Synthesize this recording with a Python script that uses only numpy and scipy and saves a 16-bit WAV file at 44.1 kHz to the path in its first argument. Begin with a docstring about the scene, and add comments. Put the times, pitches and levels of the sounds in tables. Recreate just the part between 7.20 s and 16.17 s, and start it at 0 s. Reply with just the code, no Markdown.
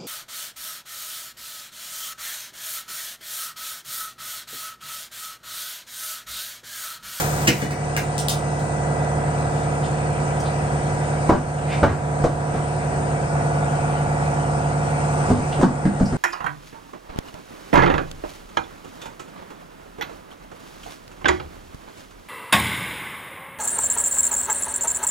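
"""Air hisses from an inflator chuck over the chug of a belt-driven piston compressor in a garage. The
compressor's valves hiss on every turn. At about 6.1 s the scene changes and the compressor is heard from
another spot, with a different balance of harmonics. The leak stops as the chuck and its hose drop on concrete,
close by and mostly louder on the left; then a tyre on a steel rim is lifted, bounced and tipped over. The
microphone has two ports; its gain control ducks the whole scene after each loud blow."""
import sys
import numpy as np
from scipy import signal
from scipy.io import wavfile
from scipy.ndimage import uniform_filter1d

SR = 44100
rng = np.random.default_rng(int(sys.argv[2]) if len(sys.argv) > 2 else 0)


def persist_wave(psi):
    """Save psi, clipped to +-1, as 16-bit WAV."""
    counts = np.round(np.clip(psi, -1, 1) * 32767).astype(np.int16)
    wavfile.write(sys.argv[1], SR, np.atleast_2d(counts).T)


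N = 395566
T = np.arange(N) / SR

# Crank speed, sagging as the tank fills: t/s, speed/(turns/s)
CRANK_SPEED = [(0, 18.436), (1.6, 18.428), (4.5, 18.422), (6.1, 18.405), (9, 18.405)]
# Crank harmonics: order, left/dB, right/dB before 6.1 s, left/dB, right/dB after
CRANK_ORDERS = [(2, -51, -51, -52, -54), (3, -51, -50, -54, -53), (4, -35, -34, -36, -36),
                (5, -48, -52, -49, -49), (6, -33, -38, -34, -42), (7, -47, -45, -57, -48),
                (8, -25, -24, -25, -24), (9, -57, -63, -57, -61), (10, -47, -42, -48, -45),
                (11, -40, -38, -40, -40), (12, -45, -45, -52, -47), (13, -67, -57, -73, -65),
                (14, -44, -37, -42, -36), (15, -55, -70, -70, -72), (16, -41, -43, -43, -51),
                (17, -54, -58, -58, -56), (18, -49, -40, -49, -41), (19, -55, -54, -56, -50),
                (20, -45, -37, -48, -39), (21, -55, -66, -58, -50), (22, -43, -47, -49, -50),
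                (23, -67, -46, -58, -51), (24, -47, -35, -43, -41), (25, -39, -38, -40, -41),
                (26, -45, -45, -46, -45), (27, -44, -39, -51, -39), (28, -43, -40, -44, -40),
                (29, -40, -40, -43, -42), (30, -47, -45, -44, -45), (31, -40, -40, -42, -38),
                (32, -45, -44, -42, -51), (33, -46, -55, -48, -65), (34, -48, -37, -50, -41),
                (35, -45, -54, -60, -68), (36, -49, -44, -46, -43), (37, -44, -32, -42, -31),
                (38, -50, -47, -40, -46), (39, -36, -34, -38, -37), (40, -36, -37, -37, -34),
                (41, -50, -39, -43, -46), (42, -46, -39, -48, -40), (43, -44, -46, -45, -44),
                (44, -47, -42, -56, -43), (45, -48, -46, -42, -36), (46, -41, -44, -46, -41),
                (47, -51, -51, -49, -51), (48, -51, -48, -47, -39), (49, -48, -45, -42, -41),
                (50, -50, -52, -49, -58), (51, -47, -42, -49, -45), (52, -45, -45, -46, -61),
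                (53, -40, -43, -42, -40), (54, -46, -52, -47, -59), (55, -60, -54, -55, -50),
                (56, -55, -70, -60, -54), (57, -51, -56, -50, -59), (58, -56, -70, -53, -63),
                (59, -59, -54, -57, -72), (60, -63, -62, -58, -54), (61, -60, -54, -54, -61),
                (62, -55, -54, -48, -45), (63, -60, -67, -71, -61), (64, -54, -62, -68, -71),
                (65, -57, -51, -56, -52), (66, -55, -54, -54, -53), (67, -65, -51, -47, -47),
                (68, -68, -66, -53, -55), (69, -46, -44, -47, -51), (70, -58, -60, -51, -59),
                (71, -51, -54, -54, -56), (72, -60, -71, -56, -57), (73, -70, -57, -50, -50),
                (74, -62, -61, -63, -70), (75, -50, -44, -41, -47), (76, -55, -54, -64, -55),
                (77, -49, -56, -53, -64), (78, -60, -68, -68, -54), (79, -49, -66, -41, -51),
                (80, -56, -57, -55, -56), (81, -56, -60, -58, -52), (82, -54, -52, -58, -60),
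                (83, -46, -68, -52, -68), (84, -61, -53, -62, -65), (85, -60, -57, -66, -63),
                (86, -60, -64, -66, -67), (87, -46, -58, -52, -50), (88, -52, -70, -66, -61),
                (89, -56, -58, -62, -55), (90, -54, -57, -58, -61), (91, -57, -56, -58, -57),
                (92, -59, -64, -62, -60), (93, -59, -58, -58, -54), (94, -56, -63, -60, -73),
                (95, -57, -51, -68, -65), (96, -57, -62, -64, -66)]
# How distinctly the valves knock: t/s, phase scatter removed/rad
KNOCK_CLARITY = [(0, 1.2), (1.5, 1.6), (3.9, 1.6), (4.3, .8), (5.9, .8), (6.2, 2.3), (7.4, 2.2), (8, 1),
                 (9, 1)]
# Thin whine, the crank's 107th harmonic: t/s, level/dB
CRANK_WHINE = [(0, -54), (.4, -46), (1.8, -47), (2.4, -51), (2.8, -56), (3.1, -50), (3.8, -50), (4, -62)]
# Motor shaft tones, beating with the crank: f/Hz, level/dB
MOTOR_TONES = [(80.5, -47), (99.7, -44), (136.5, -33.5), (154.9, -36), (170.8, -43), (173.4, -59)]
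# Rattle between the orders: f/Hz, relative density/dB
RATTLE_SPECTRUM = [(15, -45), (25, -29), (60, -25), (100, 9), (150, -8), (220, -2.5), (320, -10), (480, -9),
                   (720, -6.5), (950, -10.5), (1060, -14.5), (1150, -10.5), (1400, -10.5), (1700, -13.5),
                   (2000, -19), (2600, -23), (4000, -85)]
# Valve hiss up to about 10 kHz; above it the noise is faint and uneven: f/Hz, relative density/dB
HISS_SPECTRUM = [(1060, 5.5), (1800, -1), (1950, 7), (2100, -1), (2300, 2.5), (3200, -7.5), (3470, -9.5),
                 (7440, -9.5), (8610, -3), (9100, -6.5), (9600, -9), (10000, -36), (11300, -18),
                 (12500, -102), (16200, -67.5), (22000, -120)]
# Valve plate resonances: f/Hz, width/Hz, level/dB
VALVE_WHISTLES = [(7950, 240, -58), (8250, 300, -57), (8530, 220, -50), (8880, 150, -57)]
# Swell of the compressor at the microphone: t/s, pump gain/dB, valve gain/dB
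COMPRESSOR_GAINS = [(0, -1.5, 6.5), (.5, -3.5, 2), (1.002, -3.5, 2.5), (1.55, -2, 2), (1.68, -0.5, 2),
                    (2.5, -1, 3), (4, -1, 3.5), (5, 1.5, 3), (5.5, -2.5, 1.5), (6.05, -0.5, 2.5),
                    (6.15, 0.5, 2.5), (7.6, 0, 2.5), (8.2, 1, 7), (8.6, 2.5, 4.5), (9, 0.5, 5.5)]
# Tyre landings: t/s, level/dB, brightest f/Hz, spread/octaves, floor boom/dB, slap/dB,
# slap top f/Hz, rise/s, contact/s
TYRE_LANDINGS = [(4.094, 3, 453, 0.95, -10.5, -13.5, 1350, .005, 0.03),
                 (4.124, -3, 386, 1.34, -25, -17, 1300, .01, 0.022),
                 (4.6295, 4, 520, 1.28, -3.5, -17.5, 2050, 0.0004, 0.04),
                 (4.69, -23, 332, 1.5, -13.5, -32, 1900, .01, 0.032),
                 (5.04, 2.5, 427, 0.61, -14.5, -13, 1380, .001, 0.019),
                 (5.34, -10, 341, 1.17, -22.5, -24, 1390, 0.0018, 0.025),
                 (5.559, -19, 410, 0.65, -29, -47, 1410, .008, 0.017),
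                 (5.716, -19, 415, 0.87, -33, -51, 1400, .008, 0.026),
                 (8.105, -3.5, 225, 1.04, -8.5, -18, 1210, .03, 0.062),
                 (8.39, -9, 278, 1, -26, -33, 1600, 0.011, 0.033),
                 (8.413, -9, 302, 1.2, -34, -12, 1300, .003, 0.013),
                 (8.433, 3.5, 215, 0.8, -20, -7.5, 1160, .015, 0.018),
                 (8.51, -15, 268, 0.7, -30, -39, 1800, .01, 0.026),
                 (8.654, 2.5, 215, 0.66, -18, -15.5, 1860, 0.004, 0.0095),
                 (8.8, -6.5, 523, 0.28, -49, -17, 1620, .002, 0.0068),
                 (8.809, 2.5, 196, .6, -15, -20, 1610, 0.004, 0.008),
                 (8.924, -6.5, 200, 0.89, -11.5, -22.5, 1600, 0.0049, 0.023)]
# Modes of the tyre on its rim: f/Hz, level/dB, t60/s
TYRE_MODES = [(100, -2, .2), (205, 1, .1), (245, -1, .16), (278, -3, .12), (330, -7, .08), (383, 1, .13),
              (456, 1, .11), (580, 0, .08), (670, -1, .06), (824, 0, .05), (970, 0, .05), (1180, -2, .04),
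              (1380, -3, .04)]
# Chuck and gauge hitting the floor: t/s, level/dB, thud/dB, left minus right/dB, brightest f/Hz,
# relative ring/dB, rise/s, contact/s
CHUCK_HITS = [(0.277, -6, -5.5, 0, 2530, -10, .009, 0.013),
              (.419, -20.5, -13, 5, 1930, -3.5, 0.0055, 0.019),
              (0.5076, -24.5, -24, 0, 2080, -5, 0.0028, 0.012),
              (0.7655, -12, -34, 0, 2460, -16, .0005, .005), (.7745, -21, -31, 3, 2090, -8, .002, 0.012),
              (0.9802, -17.5, -28, 8, 7260, -4, 0.00088, 0.0032),
              (.989, -22, -45, 7, 7800, -1, 0.00055, 0.0035), (.998, -20, -43, 6, 8300, -7, .0005, .006),
              (1.0844, -5.5, -39, 9, 9300, -14, 0.000354, 0.0032),
              (1.094, -17, -45, 5, 7500, -18, .0008, .003), (1.098, -14, -42, 3, 7760, -12, 0.00056, 0.015),
              (1.392, -34, -49, 2, 8500, -8, 0.0011, .012)]
# Modes of the metal fittings: f/Hz, level/dB, t60/s
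FITTING_MODES = [(1500, -6, .06), (1775, -9, .05), (1980, -1, .16), (2277, 0, .12), (2500, -5, .06),
                 (2950, -3, .06), (3515, -3, .045), (3811, 0, .06), (4350, -2, .045), (4800, -2, .045),
                 (5800, -6, .03), (6550, -6, .03), (7364, -2, .03), (8220, -1, .04), (8667, 0, .04)]
# Jet from the chuck: f/Hz, relative density/dB
JET_SPECTRUM = [(700, -33), (1300, 13.5), (2400, 0), (5000, -0.5), (8600, 0), (11500, -3.5), (16000, -6.5)]
# Drags on concrete, mostly rubber and hose; the short one at 3.19 s is a light metal clink: t/s, length/s,
# level/dB, resonance f/Hz
DRAGS = [(2.619, 0.057, -42, 3130), (3.19, 0.031, -36.5, 5940), (3.24, 0.05, -41.5, 3600),
         (4.468, 0.12, -30.5, 2230), (8.316, 0.025, -32.5, 2880), (8.847, 0.029, -29, 5100)]
# Decay of the garage: f/Hz, t60/s
GARAGE_DECAY = [(100, 0.29), (250, 0.22), (500, 0.13), (1500, 0.24), (5000, 0.25), (12000, 0.19)]
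# Likeness of the two microphone ports, their lag aside: f/Hz, coherence (0 to 1)
PORT_COHERENCE = [(60, .97), (150, .97), (300, .65), (700, .45), (1500, .5), (4000, .45), (9000, .55),
                  (13000, .8)]
# Balance of noise between the ports: f/Hz, left minus right/dB
PORT_BALANCE = [(60, -2), (130, 4), (290, -4), (640, -0.5), (1410, 0.5), (3100, 1.5), (6820, 15),
                (15000, -18.5)]

LEFT_LAG_S, TOP_HZ = 0.0002503, 16100  # delay to the left port; upper band edge
TONE_CHANGE_S = 6.04, 6.12  # a short crossfade as the scene changes at about 6.1 s


def compressor():
    """The running machine: crank, motor and rattle below, hissing and whistling valves above."""
    turns = np.cumsum(np.interp(T, *np.transpose(CRANK_SPEED))) / SR
    turns -= turns[round(6.4295 * SR)]  # count from one valve knock
    tones = crank(turns) + hum_and_whine(turns)
    whistle = valve_whistle(turns)
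    pump = tones + amp(-32) * port_noise(RATTLE_SPECTRUM, patchy_db=1.5)
    valves = whistle + amp(-38) * port_noise(HISS_SPECTRUM, patchy_db=2)
    times, pump_db, valve_db = np.transpose(COMPRESSOR_GAINS)
    return amp(np.interp(T, times, pump_db)) * pump + amp(np.interp(T, times, valve_db)) * valves


def crank(turns):
    """The piston sounds harmonics of the crank speed; those near 700 Hz line up into the valve knock."""
    step, out = 8, 0  # all under 2 kHz, so an eighth of the rate will do
    t, knots = T[::step], np.arange(0, 10, .35)
    changed = np.interp(t, TONE_CHANGE_S, (0, 1))
    clarity = np.interp(t, *np.transpose(KNOCK_CLARITY))
    for (order, *levels_db), lag in zip(CRANK_ORDERS, crank_lags()):
        before_db, after_db = np.reshape(levels_db, (2, 2, 1))
        knock = np.exp(-((order - 40) / 8) ** 4)
        scatter = (np.pi - clarity * knock) * rng.uniform(-1.033, 1)
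        phase = 2 * np.pi * order * turns[::step] + scatter + np.array([[-lag / 2], [lag / 2]])
        waver = np.array([np.interp(t, knots, port) for port in rng.standard_normal((len(knots), 2)).T])
        depth_db = np.clip(order / 20, .5, 1.6)  # people moving about shift the short waves most
        knock_shift = np.exp(-2j * np.pi * order * .19)  # before 6.1 s the knock falls .19 turn later
        at_mic = (1 - changed) * amp(before_db) * knock_shift + changed * amp(after_db)
        out += np.sqrt(2) * amp(depth_db * waver) * (at_mic * np.exp(1j * phase)).real
    return signal.resample_poly(out, step, 1, axis=1)[:, :N]


def crank_lags():
    """Left-port lag per order in radians: echoes scatter it above 240 Hz, less so for strong orders."""
    rows = np.array(CRANK_ORDERS, float)
    order, loudest_db = rows[:, 0], rows[:, 1:].max(1)
    hz = order * CRANK_SPEED[0][1]
    direct = np.clip((loudest_db + order / 8 + 43) / 14, 0, .7)
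    scatter = (1 - direct) * 1.33 / (1 + (240 / hz) ** 4)
    return 2 * np.pi * hz * LEFT_LAG_S + scatter * rng.standard_normal(len(hz))


def hum_and_whine(turns, whine_hz=1971):
    """The motor shaft's hum and the crank's thin whine, both sagging with the crank speed."""
    shaft_s = turns / 18.42  # time as the slowing shaft counts it
    hum = sum(amp(db) * np.cos(2 * np.pi * (hz * shaft_s + rng.random())) for hz, db in MOTOR_TONES)
    whine = amp(np.interp(T, *np.transpose(CRANK_WHINE))) * np.cos(2 * np.pi * whine_hz * shaft_s)
    return np.sqrt(2) * (hum + whine)


def valve_whistle(turns, repeating=.75):
    """Air rings the valve plates and puffs once a turn; part of the clatter repeats on every turn."""
    puff_turn = .52 + .1 * np.interp(T, TONE_CHANGE_S, (1, 0))
    puff = 1 + .45 * np.exp(2.5 * (np.cos(2 * np.pi * (turns - puff_turn)) - 1))
    one_turn = signal.resample(rng.standard_normal((2, 2400)), 19200, axis=1)
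    clatter = one_turn[:, (turns % 1 * one_turn.shape[1]).astype(int)]
    air = repeating * clatter + np.sqrt(1 - repeating ** 2) * rng.standard_normal((2, N))
    return puff * sum(amp(db) * unit_rms(band(air, hz - width / 2, hz + width / 2, order=2))
                      for hz, width, db in VALVE_WHISTLES)


def tyre_bounces():
    """Each landing rings the tyre; the carcass shudders, the tread slaps and the floor booms."""
    out = np.zeros(N)
    for start, db, hz, octaves, boom_db, slap_db, top_hz, rise, contact in TYRE_LANDINGS:
        modes = [(f, level - 10 * (np.log2(f / hz) / octaves) ** 2, t60) for f, level, t60 in TYRE_MODES]
        # soft rubber: the lower the thump, the longer the blow; a slow landing softens it
        force = chatter(rise, contact, blow=36.5 * np.exp(-rise / .022), blow_s=.12 / hz)
        shudder = band(chatter(rise, .94 * contact), hz / 2 ** (.8 * octaves), hz * 2 ** (1.05 * octaves))
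        tread_force = chatter(rise, 1.45 * contact, blow=26 * np.exp(-rise / .0072))
        slap = band(tread_force, 450, top_hz) + .2 * band(chatter(rise, contact), top_hz, 7400)
        add(out, start - rise, amp(db) * (.61 * ring(modes, force) + .48 * shudder) + amp(slap_db) * slap)
        add(out, start, amp(boom_db) * floor_boom(len(force)))
    return out


def chuck_clinks():
    """Fittings ring over a bright crack and the gauge's thud; a glancing hit has no sharp edge."""
    out = np.zeros((2, N))
    for start, db, thud_db, side_db, hz, ring_db, rise, contact in CHUCK_HITS:
        force = chatter(rise, contact, blow=32.5 * np.exp(-rise / .002), blow_s=.00005)
        modes = [(f * (1 + .015 * rng.standard_normal()),
                  level - 20 * np.log2(f / hz) ** 2 + 2.5 * rng.standard_normal(), t60)
                 for f, level, t60 in FITTING_MODES]
        crack = 1.06 * band(force, hz / 2.73, 7200) + .82 * band(force, hz / 1.71, hz * 1.28)
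        metal = amp(ring_db) * ring(modes, force) + crack + amp(-11) * band(force, 9100, TOP_HZ)
        gauge_force = chatter(rise + .006, contact=.024, blow=19, blow_s=.00072)
        thud = band(gauge_force, 107, 470) + amp(-10) * floor_boom(len(force))
        pan = amp(side_db * np.array([[.5], [-.5]]))
        add(out, start - rise, (amp(db) * metal + amp(thud_db) * thud) * pan)
    return out


def chuck_leak(stop_s=.418):
    """A broad air jet spurts, settles and cuts off when the chuck lands."""
    t, out = T[:SR // 2], np.zeros((2, N))
    level_db = -32.5 + 12 * np.exp(-t / .047)
    add(out, 0, amp(level_db) * (t < stop_s) * port_noise(JET_SPECTRUM, patchy_db=0, size=len(t)))
    return out


def floor_scuffs():
    """Drags and scrapes on concrete: grit through a resonance over a broad scrape, loudest mid-event."""
    out = np.zeros(N)
    for start, length, db, hz in DRAGS:
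        t = np.arange(0, length, 1 / SR)
        grit = rng.standard_normal(len(t)) * amp(3.3 * rng.standard_normal(len(t)))
        rub = unit_rms(resonate(resonate(grit, hz, .4 * hz), hz, .4 * hz))
        scrape = unit_rms(band(band(grit, 830, 6000), 500, 7000))
        fade_db = -20 * abs(np.interp(t / length, (0, .49, 1), (-1, 0, 1))) ** 1.12
        add(out, start, amp(db + fade_db) * (rub + .3 * scrape))
    return out


def floor_boom(size):
    """The floor slab heaves under a blow at two low pitches."""
    t = np.arange(size) / SR
    slab = np.sin(2 * np.pi * 92 * t) + .11 * np.sin(2 * np.pi * 36 * t)
    return slab * (t / .034) * np.exp(1 - t / .019)


def garage_echoes(x):
    """Sparse echoes, each band dying at its own speed; long waves reach both ports alike."""
    taps = np.zeros((2, SR // 2))
    arrivals = np.arange(300, SR // 2 - 20, 20) + rng.integers(0, 20, (2, (SR // 2 - 301) // 20))
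    np.put_along_axis(taps, arrivals, rng.choice([-1., 1.], arrivals.shape), 1)
    hz, t, (apart, right) = signal.stft(taps, SR, nperseg=512)
    spectra = np.array([cohere(right, apart, hz), right]) * amp(-60 * t / lookup(GARAGE_DECAY, hz))
    tail = signal.istft(spectra, SR, nperseg=512)[1]
    return signal.fftconvolve(x[None], tail / np.linalg.norm(tail[0]), axes=1)[:, :N]


def port_noise(spectrum, patchy_db, size=N):
    """Coloured noise with drifting patches, as the two ports hear it, at rms 1."""
    frames, hz = size // 256 + 5, np.fft.rfftfreq(1024, 1 / SR)
    right_re, right_im, apart_re, apart_im, patches = rng.standard_normal((frames, 513, 5)).T
    patches = unit_rms(uniform_filter1d(uniform_filter1d(patches, 9, 0), 12, 1))
    right = right_re + 1j * right_im
    left = cohere(right, apart_re + 1j * apart_im, hz) * np.exp(-2j * np.pi * hz * LEFT_LAG_S)[:, None]
    pan = amp(lookup(PORT_BALANCE, hz) / 2)
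    spectra = np.array([left * pan, right / pan]) * amp(lookup(spectrum, hz) + patchy_db * patches)
    return unit_rms(signal.istft(spectra, nperseg=1024, noverlap=768)[1][:, :size])


def cohere(right, apart, hz):
    """The left port's spectrum: partly the right port's, partly independent."""
    coherence = lookup(PORT_COHERENCE, hz)
    return coherence * right + np.sqrt(1 - coherence ** 2) * apart


def chatter(rise, contact, blow=0., blow_s=.0001):
    """Rough contact force: noise swells for rise and dies over contact seconds, a blow at its peak."""
    t = np.arange(round(.25 * SR)) / SR
    since_peak = np.maximum(t - rise, 0)
    rough = np.minimum(t / rise, 1) ** 2 * np.exp(-since_peak / contact) * rng.standard_normal(len(t))
    age = since_peak / blow_s
    return rough + blow / (blow_s * SR) * age * np.exp(-age)


def ring(modes, force):
    """A force rings a set of damped modes, at peak 1."""
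    t = np.arange(round(.3 * SR)) / SR
    body = sum(amp(db - 60 * t / t60) * np.sin(2 * np.pi * hz * t) for hz, db, t60 in modes)
    out = signal.fftconvolve(force, body)
    return out[:len(force)] / abs(out).max()


def resonate(x, hz, width_hz):
    """One resonance: shifts hz down to zero, smooths, and shifts back."""
    carrier = np.exp(2j * np.pi * hz * np.arange(len(x)) / SR)
    pole = np.exp(-np.pi * width_hz / SR)
    return 2 * (carrier * signal.lfilter([1 - pole], [1, -pole], x / carrier)).real


def band(x, low_hz, high_hz, order=3):
    """Band-pass scaled to peak 1."""
    out = signal.sosfilt(signal.butter(order, [low_hz, high_hz], "bandpass", fs=SR, output="sos"), x)
    return out / abs(out).max()


def lookup(table, hz):
    """A table's values on a log-frequency axis, as a column."""
    f, value = np.transpose(table)
    return np.interp(np.log(hz + 1), np.log(f + 1), value)[:, None]


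def add(mix, start_s, sound):
    """Mixes a sound in at a time."""
    part = mix[..., round(start_s * SR):][..., :sound.shape[-1]]
    part += sound[..., :part.shape[-1]]


def amp(db):
    """Gain of a level in dB."""
    return 10 ** (np.asarray(db) / 20)


def unit_rms(x):
    """Scales to rms 1."""
    return x / np.sqrt(np.mean(x ** 2) + 1e-20)


def scene():
    """Close blows and their echoes over the compressor; the clinks reach the left a fraction later."""
    metal, rubber = chuck_clinks(), tyre_bounces() + floor_scuffs()
    metal_at_mic = np.array([np.roll(metal[0], round(LEFT_LAG_S * SR)), metal[1]])
    return metal_at_mic + rubber + garage_echoes(metal.mean(0) + rubber) + chuck_leak() + compressor()


def record(dry):
    """The microphone's gain control ducks after loud blows and recovers; soft ceiling; band limit."""
    threshold_db, recovery_db_per_s = -18.5, 20
    power_db = 10 * np.log10(abs(uniform_filter1d((dry ** 2).mean(0), 1500, origin=700)) + 1e-12)
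    recovery_db = T * recovery_db_per_s
    held_db = np.maximum.accumulate(power_db + recovery_db) - recovery_db
    over_db = np.maximum(held_db - threshold_db, 0)
    ducked = dry / amp(.64 * uniform_filter1d(over_db, 900, origin=440))
    limited = 1.083 * np.tanh(ducked / 1.126)
    lowpass = signal.firwin(511, TOP_HZ, window=("kaiser", 9), fs=SR)
    return signal.oaconvolve(limited, lowpass[None], "same")


dry = scene()
out = record(dry)
persist_wave(out)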